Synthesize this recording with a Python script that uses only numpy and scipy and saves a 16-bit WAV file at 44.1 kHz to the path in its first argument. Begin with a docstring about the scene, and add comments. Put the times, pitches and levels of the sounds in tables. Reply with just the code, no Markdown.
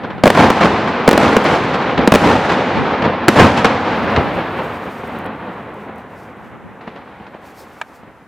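"""Open ground ringed by tree lines and house fronts: salutes in four quick volleys, three high overhead and the
last near the ground. Each shock is a steep push and suction, repeated off ground and wall, that can overload
the stereo preamp. Shaped noise bursts give each the same chain of echoes; a long noise roll dulls with age.
Smeared echoes of a volley already rolling away open the scene, and smeared far bangs come late; cloth rustling
(swelling hiss, small crackles) and one ringing pop show as the roll fades. Low noise and fluttering gusts make
a little wind on the microphones."""
import sys
import numpy as np
from scipy import signal
from scipy.io import wavfile
from scipy.ndimage import uniform_filter1d

SR = 44100
rng = np.random.default_rng(int(sys.argv[2]) if len(sys.argv) > 2 else 0)


def magnitude_from_level(level_db):
    """Linear magnitude for a level in decibels (20 dB per decade)."""
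    exponent = np.asarray(level_db, float) / 20
    return 10 ** exponent


def to_wav(sig):
    """Store sig (one row per channel, or 1-D mono) as 16-bit WAV at the path in sys.argv[1].

    Samples outside -1..1 are clipped; the rate is SR.
    """
    pcm = np.clip(np.atleast_2d(sig), -1, 1) * 32767
    pcm = np.round(pcm).astype(np.int16)
    wavfile.write(sys.argv[1], SR, pcm.T)  # frames by channels


N = 364707

# salutes and, at 1.4421 s, apart from them, a bright click of echo from the bang at 1.077 s:
# t/s, shock level/dB, ground lag/ms, echo level/dB, bearing/0-1
SHOCKS = [(0.236, 21, 1.76, 2.5, 0.7), (0.2561, 20, 1.5, -1.5, 0), (0.2673, 15, 1.8, -8.5, 0.8),
          (0.276, 14.5, 1.7, -3.5, 0.9), (0.3015, 15.5, 1.7, -17, 0.3), (0.502, 13, 1.94, -7.5, 0.1),
          (1.077, 26, 1.62, 0.5, 1), (1.0892, 15, 1.2, -3.5, 0.97), (1.1116, 9.5, 2.1, -5, 0.64),
          (1.1295, 9.5, 1.7, -8, 0.67), (1.176, 14.5, 1.7, -7, 0.6), (1.366, 16.5, 1.83, -6, 0.03),
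          (1.4421, -5, 2.16, -13, 0.4), (2.0747, 20.5, 1.7, -6, 0.45), (2.1203, 21, 1.77, 0, 0.9),
          (2.139, 15.5, 1.81, -1.5, 0.9), (2.1491, 15.5, 1.65, -3, 0.96), (2.156, 13.5, 1.66, -6.5, 0.96),
          (3.282, 26.5, 0.64, 3.5, 0.43), (3.2881, 15, 0.62, -2.5, 0.27)]
# smeared far thuds: at the start, echoes of a volley already rolling away; later, bangs far away: # t/s,
# level/dB, tilt/dB per octave, boom/dB, roll level/dB
FAR_THUDS = [(0.0338, -17.5, -0.5, -6, -26), (0.0476, -20, -1.5, -2, -28), (0.1007, -19, 0, -3, -28),
             (0.179, -26.5, 0.5, 0, -31), (5.032, -24, -2, 0, -13), (5.253, -19, -1.5, 0, -23.5),
             (6.8082, -36, 1.5, 1, -25.5), (6.8732, -24, 0.5, 22, -24.5), (6.9106, -34, -1, 0, -25),
             (6.958, -31, 1.5, 0, -36.5), (7.1984, -30, -2, 5, -42), (7.2649, -32, 1.8, 4, -50),
             (7.3423, -29, -2, 0, -43), (8.0305, -35.5, -2.2, -1, -27)]
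# spectrum of echoes and roll: f/Hz, relative density/dB per Hz
ECHO_SPECTRUM = [(15, -46.5), (25, -45), (43, -76.5), (74, -5.5), (145, -7.5), (190, 1), (263, -1),
                 (373, -4.5), (531, -1), (624, -6), (734, -2.5), (1040, -5.5), (2760, -17.5),
                 (14400, -44.5), (16000, -61.5)]
# stereo width of echoes and roll: f/Hz, side minus mid/dB
ECHO_WIDTH = [(60, -26), (110, -36), (200, -39), (380, -27), (700, -24), (1290, -19), (2380, -13.5),
              (4400, -10), (8120, -4.5), (15000, 4.5)]
FAR_AGE_S = 0.89  # air path of the far thuds
GRAIN_DB, GRAIN_MS = 2, 2.5  # lumps in the smeared arrivals


def read(table, hz):
    """A (f/Hz, value) table at the given frequencies, interpolated over log frequency."""
    f, value = np.transpose(table)
    return np.interp(np.log(np.maximum(hz, 1)), np.log(f), value)


def tilted(hz, db):
    """A tilt of db per octave about 500 Hz (dB)."""
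    return db * np.log2(np.maximum(hz, 20) / 500)


def boom(hz, db):
    """Gain of the lowest octaves (dB), halved at the corner."""
    corner_hz = 79
    return db / (1 + (hz / corner_hz) ** 4)


def air(hz, age_s):
    """Gain after age_s in the air, which takes mostly treble (dB)."""
    # air absorption: f/Hz, loss/dB per s
    air_loss = [(500, 0.61), (2000, -0.1), (4000, 3.5), (6000, 14), (8000, 25.5), (12000, 52), (16000, 54)]
    return -np.outer(read(air_loss, hz), age_s)


def noise(size, colour, width, shape=lambda hz, s: 0 * hz[:, None]):
    """Stereo noise of a colour, mid at rms 1, then shaped by dB over pitch and time."""
    hz, s, z = signal.stft(rng.standard_normal((2, size + 1024)), SR, nperseg=1024)
    gain = magnitude_from_level(read(colour, hz))
    gain /= np.sqrt(np.mean(gain ** 2))
    z = z * gain[:, None] * magnitude_from_level(shape(hz, s))
    z[1] *= magnitude_from_level(read(width, hz))[:, None]
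    mid, side = signal.istft(z, SR, nperseg=1024)[1][:, :size]
    return np.array([mid + side, mid - side])


def add(out, s, sound):
    """Mix a short sound in at time s."""
    i = int(s * SR)
    out[:, i:i + sound.shape[1]] += sound[:, :out.shape[1] - i]


def patchy(depth_db, ms):
    """Lumpy random gain: noise smoothed twice over ms, depth_db rms."""
    k = int(ms * SR / 1000)
    walk = uniform_filter1d(uniform_filter1d(rng.standard_normal(N), k), k)
    return magnitude_from_level(depth_db * walk / walk.std())


def swell(t, middle, length):
    """A soft rise and fall around its middle."""
    return np.cos(np.pi * np.clip((t - middle) / length, -.5, .5))


def swells(table, sharp):
    """Gain over time of (middle/s, length/s, level/dB) swells, added as power."""
    t = np.arange(N) / SR
    power = sum((magnitude_from_level(db) * np.abs(swell(t, s, length)) ** sharp) ** 2 for s, length, db in table)
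    return np.sqrt(power)


def burst(rise_ms, fall_ms, tilt_db, age_s, boom_db=0.):
    """One smeared arrival: noise with a quick swell, then a fade, dulled by its age in the air."""
    ms = np.arange(int(.35 * SR)) * 1000 / SR

    def shape(hz, s):
        return (tilted(hz, tilt_db) + boom(hz, boom_db))[:, None] + air(hz, age_s + s)
    envelope = (1 - np.exp(-ms / rise_ms)) * np.exp(-ms / fall_ms)
    return noise(len(ms), ECHO_SPECTRUM, ECHO_WIDTH, shape) * envelope


def volley(s, echo_db):
    """Burst height (0-1) and boom (dB) of a shock, from its volley and echo level."""
    # volleys start after: t/s
    volley_starts = [0, 1, 2, 3]
    # per volley: burst height/0-1, boom/dB at echo level 0 dB
    volley_settings = [(0.78, -3.5), (0.87, -8), (0.93, -4.5), (0.01, 9)]
    boom_per_echo_db = -0.46
    height, boom_db = volley_settings[np.searchsorted(volley_starts, s) - 1]
    return height, boom_db + boom_per_echo_db * echo_db


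def ring(x, hz, width_hz):
    """One resonance."""
    return signal.lfilter(*signal.iirpeak(hz, hz / width_hz, SR), x)


def wind():
    """Turbulence at each microphone: low rumble and fluttering gusts, with a wide side signal."""
    # gusts: middle/s, length/s, level/dB
    gust_swells = [(0.1, 0.58, -36.5), (1.15, 0.23, -38), (2.0, 0.3, -35), (2.81, 0.14, -25),
                   (4.03, 0.12, -35), (4.25, 0.36, -38), (6.57, 0.51, -44), (7.0, 0.18, -58),
                   (7.4, 0.76, -65), (8.05, .15, -54)]
    # gust spectrum: f/Hz, relative density/dB per Hz
    gust_colour = [(30, -36), (80, -5), (190, 5), (320, -7.5), (500, -14), (900, -46), (3000, -79)]
    # steady wind spectrum: f/Hz, relative density/dB per Hz
    wind_colour = [(20, -18.5), (70, 13), (130, 0), (400, -25), (3000, -82)]
    wind_db, flutter_db, flutter_ms = -57.5, 3, 25
    gusts = noise(N, gust_colour, [(20, 1.5), (400, 1.5)]) * swells(gust_swells, 1.1)
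    gusts *= patchy(flutter_db, flutter_ms)
    rumble = magnitude_from_level(wind_db) * noise(N, wind_colour, [(20, -0.5), (400, -1.5)])
    return rumble + gusts


def rustle():
    """Cloth rustling near the microphones: friction noise that swells and flickers, with small crackles."""
    # rustle swells: middle/s, length/s, level/dB
    rustle_swells = [(4.202, 1, -54.5), (4.622, 0.4, -54), (4.9, 0.65, -54), (5.15, .25, -60),
                     (5.503, 0.63, -65), (5.81, 0.21, -63), (6.0, 0.14, -65), (6.2, 0.32, -61),
                     (6.45, .2, -64.5), (7.474, .17, -55.5), (7.603, 0.166, -50), (7.75, .3, -59.5),
                     (7.93, .24, -57.5)]
    # rustle spectrum: f/Hz, relative density/dB per Hz
    rustle_colour = [(1800, -34), (3000, -14), (4400, -4.5), (6000, -7.5), (11000, -13), (14800, -11),
                     (16500, -27)]
    # crackles: t/s, level/dB
    crackles = [(5.077, -40), (5.1883, -34.5), (5.2446, -45.5), (5.262, -39.5), (5.742, -48.5),
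                (5.8338, -51), (5.959, -46.5), (5.983, -46), (6.3696, -55)]
    crackle_colour = [(3000, -31), (9000, 4.0), (16000, -2.0)]
    centre = [(3000, -29), (15000, -21.5)]  # f/Hz, side minus mid/dB
    flicker_db, flicker_ms, crackle_fall_s = 2, 25, 0.00084
    out = noise(N, rustle_colour, centre) * swells(rustle_swells, 1.54) * patchy(flicker_db, flicker_ms)
    crackle_fade = np.exp(-np.arange(200) / SR / crackle_fall_s)
    for s, db in crackles:
        add(out, s, magnitude_from_level(db) * noise(200, crackle_colour, centre) * crackle_fade)
    return out


def pop():
    """A small pop close by: a few ms of noise through short resonances, each applied twice."""
    # pops: t/s, level/dB, left minus right/dB
    pops = [(7.8134, -11, 0)]
    # resonances: f/Hz, width of one pass/Hz, gain/dB
    pop_modes = [(842, 420, 6), (1290, 550, 4.5), (1586, 420, 3), (2220, 340, 3.5), (3430, 570, -9.5),
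                 (5460, 2200, -19.5)]
    rise_s, fall_s = 0.00068, 0.0036
    out, t = np.zeros((2, N)), np.arange(int(.08 * SR)) / SR
    for s, db, pan_db in pops:
        puff = rng.standard_normal((2, len(t))) * (1 - np.exp(-t / rise_s)) * np.exp(-t / fall_s)
        puff = puff[0] + 0.2 * puff[1] * np.array([[1], [-1]])
        rings = sum(magnitude_from_level(g) * ring(ring(puff, f, w), f, w) for f, w, g in pop_modes)
        side_db = np.array([[pan_db], [-pan_db]]) / 2
        add(out, s, rings / np.abs(rings).max() * magnitude_from_level(db + 1.0 + side_db))
    return out


def far_thuds():
    """Dull thuds, already smeared and stripped of treble on the way."""
    rise_ms, fall_ms = 0.9, 14.7
    out = np.zeros((2, N))
    for s, db, tilt, boom_db, _ in FAR_THUDS:
        add(out, s, magnitude_from_level(db) * burst(rise_ms, fall_ms, tilt, FAR_AGE_S, boom_db))
    return out * patchy(GRAIN_DB, GRAIN_MS)


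def roll():
    """Landscape scatter: the rolls of all shocks add as power, each fading and dulling with its own age."""
    # scattered roll after a shock: delay/s, level/dB
    roll_fade = [(0, -19), (.06, -21.5), (.1, -20.5), (.8, -21), (1.3, -26), (1.7, -32.5), (1.87, -30),
                 (2.7, -42), (3.3, -41.5), (5, -52), (7, -100)]
    # a volley already rolling away: t/s, echo level/dB
    earlier_volley = (-1.45, 1)
    patch_db, patch_ms = 1, 30
    # t/s, level/dB, boom/dB, tilt/dB per octave, earlier air path/s
    starts = [(*earlier_volley, 0, 0, 0)]
    starts += [(s, db, volley(s, db)[1], 0, 0) for s, *_, db, _ in SHOCKS]
    starts += [(s, db, 0, tilt, FAR_AGE_S) for s, _, tilt, _, db in FAR_THUDS]

    def shape(hz, t):
        power = 0
        for s, db, boom_db, tilt, path_s in starts:
            fade = db + np.interp(t - s, *np.transpose(roll_fade), left=-200)
            colour = boom(hz, boom_db) + tilted(hz, tilt)
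            loss = air(hz, np.maximum(t - s, 0) + path_s)
            power = power + magnitude_from_level(2 * (fade + colour[:, None] + loss))
        return 10 * np.log10(power)
    return noise(N, ECHO_SPECTRUM, ECHO_WIDTH, shape) * patchy(patch_db, patch_ms)


def echoes():
    """Every shock comes back off the same surfaces; a higher burst arrives later and softer edged."""
    # surfaces: delay/s, extra delay at full height/s, level/dB, rise at zero height/ms, fall/ms,
    # tilt/dB per octave, gain at full bearing/dB
    reflectors = [(.077, 0.04, -10.5, 0.64, 81, -0.5, -4.5), (0.103, 0.039, 0, 3.4, 56, -0.82, -8.5),
                  (0.152, 0.024, -11.5, 4, 37, -2, 0.5), (.284, 0.022, -6.5, 11, 23, 1.3, -10.5),
                  (.362, .009, -4, 1.06, 16.4, 0.73, -2), (0.88, 0.022, -17.5, 0.54, 4.6, 4, 8.5),
                  (.884, 0.014, -15.5, 8.5, 26.6, -2, 18)]
    out = np.zeros((2, N))
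    for s, *_, echo_db, bearing in SHOCKS:
        height, boom_db = volley(s, echo_db)
        for delay, more, db, rise, fall, tilt, facing_db in reflectors:
            age_s = delay + more * height
            arrival = burst(rise * (1 + 4.55 * height), fall, tilt, age_s, boom_db)
            add(out, s + age_s, magnitude_from_level(db + echo_db + facing_db * bearing) * arrival)
    return out * patchy(GRAIN_DB, GRAIN_MS)


def shocks():
    """Steep push then suction, again and blunter off the ground and a wall, with scatter from things nearby."""
    push_ms, push_ms_per_db = 0.3, 0.04  # a stronger shock pushes longer
    scatter_db, scatter_ms = -9.5, 3.16
    thump_hz, thump_ms, thump_db = 209, 9.4, -14.5
    arrivals = [(1, .03), (1, .05), (0.57, .09)]  # direct, ground, wall: gain, edge/ms
    out, ms = np.zeros((2, N)), np.arange(int(.06 * SR)) * 1000 / SR - .7
    after_ms = np.maximum(ms, 0)
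    for s, db, lag_ms, *_ in SHOCKS:
        length_ms = push_ms + push_ms_per_db * db
        scatter = burst(0.83, scatter_ms, -0.83, 0.)[:, :len(ms)] * (ms > 0)
        # the scatter comes from much the same side as the shock
        wave = magnitude_from_level(scatter_db) * (0.45 * scatter + 0.77 * scatter.mean(axis=0))
        for k, (gain, edge_ms) in enumerate(arrivals):
            # each arrival has its own direction, so it reaches one microphone first
            skew_ms = 0.0023 * rng.standard_normal() * np.array([[1], [-1]])
            t = ms - k * lag_ms + skew_ms
            fade = np.exp(-np.abs(t) / (0.65 * length_ms))
            wave += gain * np.clip(t / edge_ms, 0, 1) * (1 - t / length_ms) * fade
        # the hot gas overshoots and the air swings back once or twice
        swing = np.sin(2 * np.pi * thump_hz * after_ms / 1000) * np.exp(-after_ms / thump_ms)
        wave -= magnitude_from_level(thump_db) * swing
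        add(out, s, magnitude_from_level(db) * wave)
    # the small capsule swings past rest after each step
    return signal.sosfilt(signal.cheby1(2, 3., 260., "high", fs=SR, output="sos"), out)


def scene():
    """All layers, background first."""
    return wind() + rustle() + pop() + far_thuds() + roll() + echoes() + shocks()


def low_pass(x):
    """Removes everything above the highest recorded frequency."""
    return signal.sosfilt(signal.butter(12, 16640, fs=SR, output="sos"), x)


def record(dry):
    """A bass cut, then a preamp that hisses faintly and clips flat at full scale."""
    hiss_db = -66
    hiss_colour = [(2000, 6.5), (4000, 5), (6000, 3), (15000, -3), (16500, -20)]  # f/Hz, dB per Hz
    cut = signal.sosfilt(signal.butter(3, 50., "high", fs=SR, output="sos"), dry)
    hiss = magnitude_from_level(hiss_db) * noise(N, hiss_colour, [(2000, -5), (15000, -4.5)])
    mix = np.clip(cut + hiss, -1, 1)
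    return low_pass(mix)


dry = scene()
out = record(dry)
to_wav(out)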